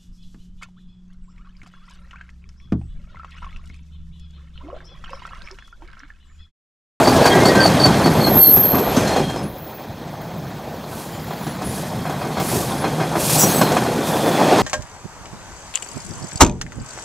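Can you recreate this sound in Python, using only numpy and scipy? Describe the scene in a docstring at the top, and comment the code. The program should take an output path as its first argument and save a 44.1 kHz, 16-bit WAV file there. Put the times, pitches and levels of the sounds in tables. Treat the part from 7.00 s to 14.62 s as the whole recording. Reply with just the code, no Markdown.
"""Beside a yard fence, one microphone: an electric train rolls away, a wheel squeaking once a turn and another
squealing high. After a sudden drop to near quiet a second train comes up from afar, clacking over rail joints,
hissing in regular swells, and scrapes a wheel into ringing as it arrives. Tilting coloured noise makes the roar,
rumble and hiss; noise bursts ring the rail; stick-slip tones squeak, squeal and whine; resonances ring and hum."""
import sys
import numpy as np
from scipy import signal
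from scipy.io import wavfile
from scipy.ndimage import uniform_filter1d, minimum_filter1d

SR = 44100
rng = np.random.default_rng(int(sys.argv[2]) if len(sys.argv) > 2 else 0)


def wrap_up_sound(samples):
    """Save the sound to the file named by the first command line argument, as 16-bit audio."""
    columns = np.atleast_2d(samples).T
    # keep every value between -1 and 1, then stretch to whole-number steps
    tamed = np.clip(columns, -1, 1)
    steps = np.round(tamed * 32767).astype(np.int16)
    wavfile.write(sys.argv[1], SR, steps)


def amplitude_ratio(level_db):
    """Convert a level in decibels to the matching linear amplitude (field) ratio."""
    exponent = np.asarray(level_db, float) / 20
    return 10 ** exponent


N = 336042  # length in samples

# rolling noise of wheels on rails: [t/s, roar level/dB, roar tilt/dB per octave,
# rumble level/dB, rumble tilt/dB per octave]
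ROLLING_NOISE = [(0, -12, -.8, -20, 0.5), (.35, -12, 0.1, -18, -0.5), (.86, -14.5, 0.86, -17.5, 4),
                 (1.385, -17.5, -0.5, -16, -0.5), (1.42, -22.5, -2.5, -27.5, 1),
                 (1.98, -18, 0.4, -25.5, -5), (2.2, -16.5, -0.5, -23, 2), (2.25, -26, -0.5, -22.5, -0.5),
                 (2.46, -26.5, -1.5, -30, 5), (2.5, -34.5, .1, -35.5, -4), (3.1, -33, 0.6, -35.5, .1),
                 (4.03, -32, 1.35, -33.5, 1), (4.67, -29.5, 1.6, -28.5, 1.5), (5.04, -29, 1.1, -31.5, 4.5),
                 (5.47, -25, 1.5, -25.5, 3), (6.09, -23.5, 0.4, -29, 2.5), (6.53, -18, 1.5, -23, 5),
                 (6.99, -20, -0.5, -28.5, 7.5), (7.29, -17, -0.7, -28.5, 10.5), (7.62, -11, 0.3, -29, 8)]
# modes of rail and wheel, rung by the joints and singing under the rolling load:
# [f/Hz, nominal width/Hz, blow level before tilt/dB, singing level re roar/dB]
RAIL_MODES = [(717, 168, 8.5, -19), (975, 92, 2, -42), (1096, 170, -2, -22), (1517, 113, -5, -24.5),
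              (1840, 96, -17, -27), (2110, 130, -10.5, -44), (2437, 160, -12.5, -27),
              (3263, 120, -16, -26.5), (4200, 75, -19, -30), (5260, 68, -21, -32), (6370, 180, -21, -29.5)]


def evened(x):
    """Scales to rms 1."""
    return x / np.sqrt(np.mean(x ** 2) + 1e-20)


def add(mix, start_s, sound):
    """Mixes a sound in at a time, cut off where the mix ends."""
    part = mix[round(start_s * SR):][:len(sound)]
    part += sound[:len(part)]


def band(x, lo_hz, hi_hz):
    """Band-pass."""
    sos = signal.butter(4, [lo_hz, min(hi_hz, SR / 2.1)], "bandpass", fs=SR, output="sos")
    return signal.sosfilt(sos, x)


def resonate(x, hz, width):
    """A resonance of gain 1 at a fixed or gliding pitch: shifts it to zero, smooths, and shifts back."""
    turn = np.exp(2j * np.pi * np.cumsum(hz * np.ones(len(x))) / SR)
    decay = np.exp(-np.pi * abs(width) / SR)
    return 2 * (turn * signal.lfilter([1 - decay], [1, -decay], x / turn)).real


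def columns(rows):
    """Start time, and every further column sample by sample."""
    s, *rest = np.transpose(rows)
    t = np.arange(s[0], s[-1], 1 / SR)
    return [s[0]] + [np.interp(t, s, c) for c in rest]


def wobble(count, rate_hz):
    """Slow random drift of rms 1."""
    return evened(uniform_filter1d(rng.standard_normal(count), size=round(SR / rate_hz)))


def wash(colour, s, level_db, tilt, pivot_hz, patchy_db, flicker_db, size):
    """Noise of a given colour that tilts about a pivot, with drifting patches and a shared flicker."""
    hop = size // 4
    hz = np.fft.rfftfreq(size, 1 / SR) + 1  # keeps the logarithms finite
    frames = N // hop + 5
    a, b, patches = rng.standard_normal((frames, len(hz), 3)).T
    patches = uniform_filter1d(patches, size=8, axis=0)  # over frequency
    patches = evened(uniform_filter1d(patches, size=8, axis=1))  # over time
    flicker = evened(uniform_filter1d(rng.standard_normal(frames), size=4))
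    f, db = np.transpose(colour)
    shape_db = np.interp(np.log(hz), np.log(f), db, left=-100, right=-100)
    shape_db = shape_db - 10 * np.log10(np.sum(amplitude_ratio(shape_db) ** 2))  # unit total power
    t = np.arange(frames) * hop / SR
    tilted_db = np.log2(hz / pivot_hz)[:, None] * np.interp(t, s, tilt)
    moving_db = np.interp(t, s, level_db) + patchy_db * patches + flicker_db * flicker
    field = amplitude_ratio(shape_db[:, None] + tilted_db + moving_db)
    return signal.istft((a + 1j * b) * field, nperseg=size, noverlap=size - hop)[1][:N]


def slip(hz, rough, width):
    """A stick-slip tone of rms near 1: a sine with a share of narrow noise around it."""
    fuzz = evened(resonate(resonate(rng.standard_normal(len(hz)), hz, width), hz, width))
    sine = np.sin(2 * np.pi * np.cumsum(hz) / SR)
    return np.sqrt(2 - 2 * rough) * sine + np.sqrt(rough) * fuzz


def rolling():
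    """Wheels rolling on rails roar and the car bodies rumble: two coloured noises that tilt over time."""
    # spectra of roar and rumble: [f/Hz, relative level/dB per Hz]
    roar_colour = [(120, -32), (200, 1.5), (238, 0.5), (762, -1), (1140, -10), (1290, -12.5), (1640, -14),
                   (2950, -23.5), (3250, -21), (3990, -22), (4540, -23), (4910, -25.5), (9000, -36),
                   (11700, -70), (19800, -120)]
    rumble_colour = [(18, -49), (30, -5), (75, -14), (113, -1), (206, -2.5), (260, -10), (340, -20),
                     (570, -120)]
    s, level_db, tilt, bass_db, bass_tilt = np.transpose(ROLLING_NOISE)
    roar = wash(roar_colour, s, level_db, tilt, pivot_hz=630, patchy_db=2.0, flicker_db=0.87, size=512)
    rumble = wash(rumble_colour, s, bass_db, bass_tilt, pivot_hz=130, patchy_db=1.67, flicker_db=0.9,
                  size=1024)
    return roar + rumble


def clacks():
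    """Each joint: a short rattle rings the rail; slower low waves thud a little later; a crack on top."""
    # wheels over rail joints: [t/s, knock level/dB, nominal thud level/dB, nominal crack level/dB,
    # rattle length/s]
    joints = [(0.073, -15, -13.5, -23.5, .021), (0.162, -25, -9.5, -23, .035),
              (.255, -11.5, -11.5, -16.5, 0.023), (.349, -22, -7.5, -27, .025),
              (.454, -15.5, -9, -19, 0.0092), (.551, -18, -6.5, -24, 0.036), (0.655, -9, -13, -19, 0.0075),
              (.854, -14.5, -8, -21, 0.017), (1.058, -17.5, -5, -28, 0.013), (1.173, -22, -11, -41, 0.01),
              (1.269, -18, -11, -37, .021), (1.566, -26, -14, -28, 0.023), (1.745, -21, -14, -32, 0.035),
              (1.782, -25, -12.5, -28, 0.011), (1.965, -21, -9, -22, .025), (2.075, -27, -24, -26.5, .029),
              (2.162, -20.5, -16.5, -29, .02), (2.295, -29, -29.5, -34, .029),
              (2.359, -30, -21, -37, 0.012), (4.307, -29.5, -32, -52, 0.043), (4.408, -35, -38, -55, .028),
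              (4.466, -30, -22, -36, .019), (4.618, -29.5, -23, -38, 0.037), (4.77, -44, -31, -44, .025),
              (4.931, -32.5, -29, -52, 0.041), (5.053, -28, -32, -53, 0.07),
              (5.095, -27.5, -28, -36, 0.035), (5.214, -27.5, -30, -50, 0.048),
              (5.248, -31, -23, -43, .031), (5.37, -23.5, -28.5, -49, 0.054),
              (5.398, -23.5, -14, -29, 0.035), (5.529, -31, -23, -42, 0.035), (5.555, -30, -16, -37, .03),
              (5.841, -19, -17.5, -45, 0.034), (5.869, -30, -25, -44, 0.022),
              (5.998, -22, -16.5, -41, 0.064), (6.154, -19.5, -12.5, -41, 0.022),
              (6.432, -23, -10.5, -25, .025), (6.612, -14, -11.5, -21, 0.018),
              (6.717, -29, -25, -26.5, .034), (6.767, -15.5, -19, -29, 0.015), (6.864, -25, -36, -48, .011),
              (7.279, -23.5, -28, -32, 0.03), (7.414, -20.5, -33, -39, .01), (7.503, -23, -37, -44, .022)]
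    knock_tilt = 3.5  # dB per octave about 900 Hz
    out = np.zeros(N)
    t = np.arange(SR // 5) / SR
    for s, knock_db, thud_db, crack_db, length in joints:
        a, c, d = rng.standard_normal((len(t), 3)).T
        # a first blow, then chatter
        rattle = (np.sign(a) + 1.64 * (t < .0004)) * np.exp(-(t / length) ** 2)
        knock = np.zeros(len(t))
        for hz, nominal_width, db, _ in RAIL_MODES:
            width = 1.57 * nominal_width
            mode = resonate(resonate(rattle, hz, width), hz, width)
            knock += amplitude_ratio(db + knock_tilt * np.log2(hz / 900)) * mode / np.sqrt(nominal_width)
        knock = band(knock, 347, 5400)
        knock = knock / np.sqrt(np.mean(knock[:SR // 40] ** 2))  # rms 1 over the first 25 ms
        thud = evened(band(c, 100.0, 407)) * (t / 0.02) * np.exp(1 - t / .012)
        crack = evened(evened(band(d, 2800, 7900)) + 0.28 * evened(band(d, 8900, 15000)))
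        crack = crack * (1 - np.exp(-t / 0.0016)) * amplitude_ratio(-60 * t / 0.13)
        add(out, s, amplitude_ratio(knock_db) * knock + amplitude_ratio(thud_db) * thud + amplitude_ratio(crack_db) * crack)
    return out


def hiss():
    """Steel sliding on steel: a steady fine hiss plus swells that set in quickly, climb to a peak and fade."""
    # steady hiss: [t/s, level/dB, tilt/dB per octave]
    steady_hiss = [(0, -28, -2.5), (.6, -32, -3), (1.2, -33.5, 0), (1.4, -35, -3.5), (1.63, -37.5, -1.5),
                   (1.85, -41.5, -3), (1.96, -31.5, -5), (2.2, -36, -5.5), (2.44, -48, -6), (2.51, -68, .1),
                   (3.8, -60, .1), (4.3, -53, -7), (5.1, -44, 6), (5.9, -39, -1.5), (6.75, -33, -1.5),
                   (7.0, -35.5, -3), (7.3, -32.5, -3), (7.62, -30.5, -5.5)]
    # spectrum of the hiss: [f/Hz, relative level/dB per Hz]
    hiss_colour = [(1470, -41), (2500, -5), (2940, -9.5), (4090, -7.5), (4550, -7), (9030, -5.5),
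                   (13300, -8), (15700, -18.5)]
    # swells of the second train at nearly even intervals: [peak t/s, peak level/dB, lead-in/s]
    swells = [(4.0, -37, .13), (4.78, -33, 0.17), (5.55, -23.5, 0.15), (6.35, -15.5, 0.17),
              (7.08, -28, 0.029)]
    onset_s, rise_db_per_s, fall_db_per_s = 0.065, 60, 75
    swell_tilt = 0.5  # dB per octave
    t = np.arange(0, N / SR, .002)
    at, level_db, tilt = np.transpose(steady_hiss)
    steady_power = amplitude_ratio(np.interp(t, at, level_db)) ** 2
    swell_power = np.zeros(len(t))
    for s, db, lead in swells:
        onset = np.clip((t - s + lead) / onset_s + .5, 0, 1)  # half open one lead-in ahead of the peak
        slope_db = np.minimum(rise_db_per_s * (t - s), fall_db_per_s * (s - t))
        swell_power += onset ** 2 * amplitude_ratio(db + slope_db) ** 2
    power = steady_power + swell_power
    tilt = (np.interp(t, at, tilt) * steady_power + swell_tilt * swell_power) / power
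    return wash(hiss_colour, t, 10 * np.log10(power), tilt, pivot_hz=8400, patchy_db=0.7, flicker_db=1.1,
                size=256)


def squeaks():
    """Stick-slip once a turn: a rough wobbling chirp grows to a late peak, where its overtones are strongest."""
    # chirps: [start t/s, length/s, peak level/dB, start f/Hz, end f/Hz]
    chirps = [(0.034, 0.09, -21, 4600, 4550), (0.22, 0.086, -18, 4610, 4520),
              (0.447, 0.066, -17, 4470, 4620), (.598, 0.094, -13, 4603, 4480),
              (0.792, 0.099, -13.5, 4614, 4400), (1.036, .055, -21, 4400, 4480),
              (1.197, 0.1073, -19.5, 4416, 4260), (1.401, 0.126, -22.5, 4350, 4290)]
    # overtones: [multiple of f, level at the peak re fundamental/dB]
    overtones = [(2, -17), (3, -25)]
    out = np.zeros(N)
    for s, length, peak_db, start_hz, end_hz in chirps:
        u = np.linspace(0, 1, round(length * SR))  # share of the length
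        hz = start_hz + (end_hz - start_hz) * u + 40.3 * wobble(len(u), rate_hz=48)
        shape_db = np.interp(u, [0, 0.57, 1], [-10, 0, -12])
        tone = slip(hz, rough=0.75, width=126)
        upper = sum(amplitude_ratio(db) * slip(k * hz, rough=.7, width=200) for k, db in overtones)
        tone = tone + amplitude_ratio(shape_db) * upper
        add(out, s, amplitude_ratio(peak_db + shape_db) * tone * signal.windows.tukey(len(hz), .2))
    return out


def squeal():
    """Two wheel modes: a steady clean tone and a rough one that sinks towards it, in a skirt of friction noise."""
    # lower and higher squeal: [t/s, tone level/dB]
    low_levels = [(1.05, -49), (1.2, -41), (1.27, -34), (1.38, -12), (1.432, -8), (1.52, -15), (1.718, -32),
                  (1.87, -32), (2.1, -58)]
    high_levels = [(1.1, -47), (1.26, -36), (1.364, -29), (1.384, -20), (1.465, -21), (1.496, -11),
                   (1.708, -18), (1.836, -35), (2.0, -55)]
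    sag_from_s = 1.5
    out = np.zeros(N)
    # levels, starting pitch in Hz, sag in Hz per s, share of noise
    for rows, top_hz, sag, rough in ((low_levels, 12646, 0, .15), (high_levels, 12890, 450, .6)):
        s, level_db = columns(rows)
        t = s + np.arange(len(level_db)) / SR
        hz = top_hz - sag * np.maximum(t - sag_from_s, 0)
        friction = band(rng.standard_normal(len(hz)), 12060, 13150)
        skirt = evened(resonate(friction, 12750, 700))
        tone = slip(hz, rough, width=140) + amplitude_ratio(-5) * skirt
        add(out, s, amplitude_ratio(level_db) * tone * signal.windows.tukey(len(hz), .1))
    return out


def scrape():
    """Flange friction noise drives the high modes of the wheel, with a broad bite near the start."""
    # ringing under the scrape: [t/s, level/dB]
    scrape_levels = [(6.37, -26), (6.41, -18), (6.48, -28), (6.596, -26.5), (6.702, -42), (6.75, -42)]
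    # modes the scrape rings: [f/Hz, nominal width/Hz, relative level per root Hz of width/dB]
    wheel_modes = [(8830, 31, -9), (9590, 46, -4), (10400, 110, -1), (10900, 36, -10), (12500, 130, -1),
                   (12800, 84, -4), (14100, 54, -3), (14600, 110, 0), (15500, 60, -2)]
    out = np.zeros(N)
    s, level_db = columns(scrape_levels)
    noise = rng.standard_normal((len(level_db), len(wheel_modes) + 1)).T
    sink = np.linspace(1.008, .985, len(level_db))  # pitch sinks as the wheel draws level
    ring = np.zeros(len(level_db))
    for v, (hz, width, db) in zip(noise, wheel_modes):
        ring += amplitude_ratio(db) * np.sqrt(width) * evened(resonate(v, hz * sink, 0.94 * width))
    t = np.arange(len(ring)) / SR
    bite = evened(band(noise[-1], 5200, 8200)) * np.exp(-((t - .045) / 0.032) ** 2)
    sound = amplitude_ratio(level_db) * evened(ring) + amplitude_ratio(-16.5) * bite
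    add(out, s, sound * signal.windows.tukey(len(ring), .15))
    return out


def whines():
    """Gliding narrow tones set in quickly, flicker and fade; high and far-gliding ones are fuzzier."""
    # short whines and whistles: [start t/s, end t/s, start f/Hz, end f/Hz, mid level/dB]
    glides = [ (.12, .45, 1680, 1590, -31), (.55, .66, 1575, 1550, -21), (.3, .42, 1950, 1940, -29),
              (.48, .66, 1900, 1880, -28), (.3, .58, 2140, 2100, -33), (.25, .36, 2430, 2430, -33),
              (.305, .345, 3260, 3210, -24), (1.62, 1.76, 4350, 4260, -39), (1.96, 2.1, 2380, 2360, -44),
              (2.05, 2.4, 4230, 4170, -41), (2.15, 2.4, 3270, 3200, -41), (2.25, 2.47, 5220, 5170, -50),
              (1.95, 2.1, 6290, 6230, -40), (6.45, 6.8, 4340, 4040, -38), (7.0, 7.6, 3600, 3350, -39),
              (1.3, 1.52, 10460, 10470, -47), (1.35, 1.5, 8020, 7970, -48), (2.42, 2.5, 10430, 10460, -44),
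              (2.5, 2.9, 13030, 13030, -55), (2.55, 2.85, 15160, 15160, -47), (4.0, 5.4, 7127, 7127, -56),
              (4.42, 4.56, 10670, 10670, -45), (4.42, 4.56, 10140, 10120, -52),
              (4.63, 4.8, 10440, 10440, -41), (5.4, 5.52, 10450, 10450, -36),
              (5.69, 5.85, 10360, 10350, -40), (7.15, 7.35, 10440, 10380, -48),
              (6.39, 6.47, 5830, 5810, -20), (6.44, 6.6, 5820, 5820, -38), (6.385, 6.415, 6070, 6050, -22),
              (6.46, 6.63, 6480, 6330, -34), (6.37, 6.51, 7700, 8100, -25), (6.52, 6.68, 8000, 7850, -34),
              (6.5, 6.63, 8420, 8250, -35)]
    out = np.zeros(N)
    for start, end, start_hz, end_hz, db in glides:
        hz = np.linspace(start_hz, end_hz, round((end - start) * SR))
        # width in Hz: a floor, a share of the pitch, a share of the glide
        width = 12 + 0.0039 * start_hz + 0.41 * abs(end_hz - start_hz)
        t = np.arange(len(hz)) / SR
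        fade_in, fade_out = t / 0.018, (t[-1] - t) / (0.22 * t[-1])
        edges = np.clip(np.minimum(fade_in, fade_out), 0, 1)
        level_db = db - 2 * (t / t[-1] - .5) + 2.5 * wobble(len(t), rate_hz=37)
        add(out, start, amplitude_ratio(level_db) * edges * slip(hz, min(0.15 + width / 120, .9), width))
    return out


def roar_db(t):
    """Level of the roar at given times."""
    s, level_db = np.transpose(ROLLING_NOISE)[:2]
    return np.interp(t, s, level_db)


def singing():
    """Rough rails keep each mode sounding in step with the roar; each waxes and wanes on its own."""
    out = np.zeros(N)
    t = np.arange(N) / SR
    for hz, nominal_width, _, db in RAIL_MODES:
        wax = np.interp(t, np.arange(64) / 8, rng.standard_normal(64))  # a new value every 1/8 s
        width = 1.7 * nominal_width
        mode = evened(resonate(resonate(rng.standard_normal(N), hz, width), hz, width))
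        out += amplitude_ratio(db + 1.9 * wax) * mode
    return amplitude_ratio(roar_db(t)) * out


def hum():
    """The track bed hums under the second train: noise in one low resonance, its level wavering."""
    # hum: [t/s, level before wavering/dB]
    hum_levels = [(2.5, -49), (3.0, -45), (3.5, -36), (4.0, -44), (4.7, -37), (5.2, -40.5), (5.9, -30.5),
                  (6.6, -24.5), (7.0, -32), (7.36, -29.5), (7.62, -31)]
    hz, width = 153.1, 36  # Hz, each of two passes
    out = np.zeros(N)
    s, level_db = columns(hum_levels)
    noise = rng.standard_normal(len(level_db))
    ring = evened(resonate(resonate(noise, hz, width), hz, width))
    waver_db = 3 * wobble(len(ring), rate_hz=3.9)
    add(out, s, amplitude_ratio(level_db + waver_db) * ring)
    return out


def ticks():
    """Thin treble ticks: bursts of high noise with a sharp start and a short fizzing tail."""
    # ticks: [t/s, nominal level/dB]
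    tick_levels = [(2.4932, -45), (2.5835, -40), (3.2136, -44), (3.3822, -49), (5.3994, -34)]
    out = np.zeros(N)
    t = np.arange(SR // 4) / SR
    for s, db in tick_levels:
        fizz = evened(band(rng.standard_normal(len(t)), 11700, 16000))
        add(out, s, amplitude_ratio(db) * fizz * (amplitude_ratio(-60 * t / .04) + .4 * amplitude_ratio(-60 * t / .5)))
    return out


def air():
    """Faint fizz of the yard: smooth far hiss in the high treble."""
    # spectrum of the fizz: [f/Hz, relative level/dB per Hz]
    air_colour = [(8500, -37), (10200, -1), (10800, -2), (13000, 1), (15700, 2), (15900, -40)]
    # fizz: [t/s, level/dB]
    air_levels = [(0, -60), (2.3, -68), (2.5, -49), (2.7, -50), (3.0, -54), (3.3, -52.5), (3.9, -50),
                  (4.4, -44.5), (5.0, -63), (5.4, -60), (7.62, -66)]
    s, level_db = np.transpose(air_levels)
    return wash(air_colour, s, level_db, 0 * s, pivot_hz=1, patchy_db=1.2, flicker_db=-1.5, size=256)


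def scene():
    """All sources reach one microphone, heard alike on both channels."""
    track = rolling() + singing() + hum() + clacks()
    wheels = hiss() + squeaks() + squeal() + scrape() + whines()
    mono = track + wheels + air() + ticks()
    return np.array([mono, mono])


def low_pass(x):
    """Removes everything above the highest recorded frequency."""
    return signal.sosfilt(signal.butter(12, 16650, fs=SR, output="sos"), x)


def record(dry):
    """The microphone drops deep bass; a limiter holds peaks at full scale; a steep filter cuts the top."""
    heard = band(dry, 47, 21000)
    room = minimum_filter1d(1 / np.maximum(abs(heard), 1), size=133, axis=1)  # gain that peaks allow
    held = heard * uniform_filter1d(room, size=67, axis=1)
    edge = signal.firwin(511, 15750, window=("kaiser", 9), fs=SR)
    mix = np.clip(signal.oaconvolve(held, edge[None], "same"), -1, 1)
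    return low_pass(mix)


dry = scene()
out = record(dry)
wrap_up_sound(out)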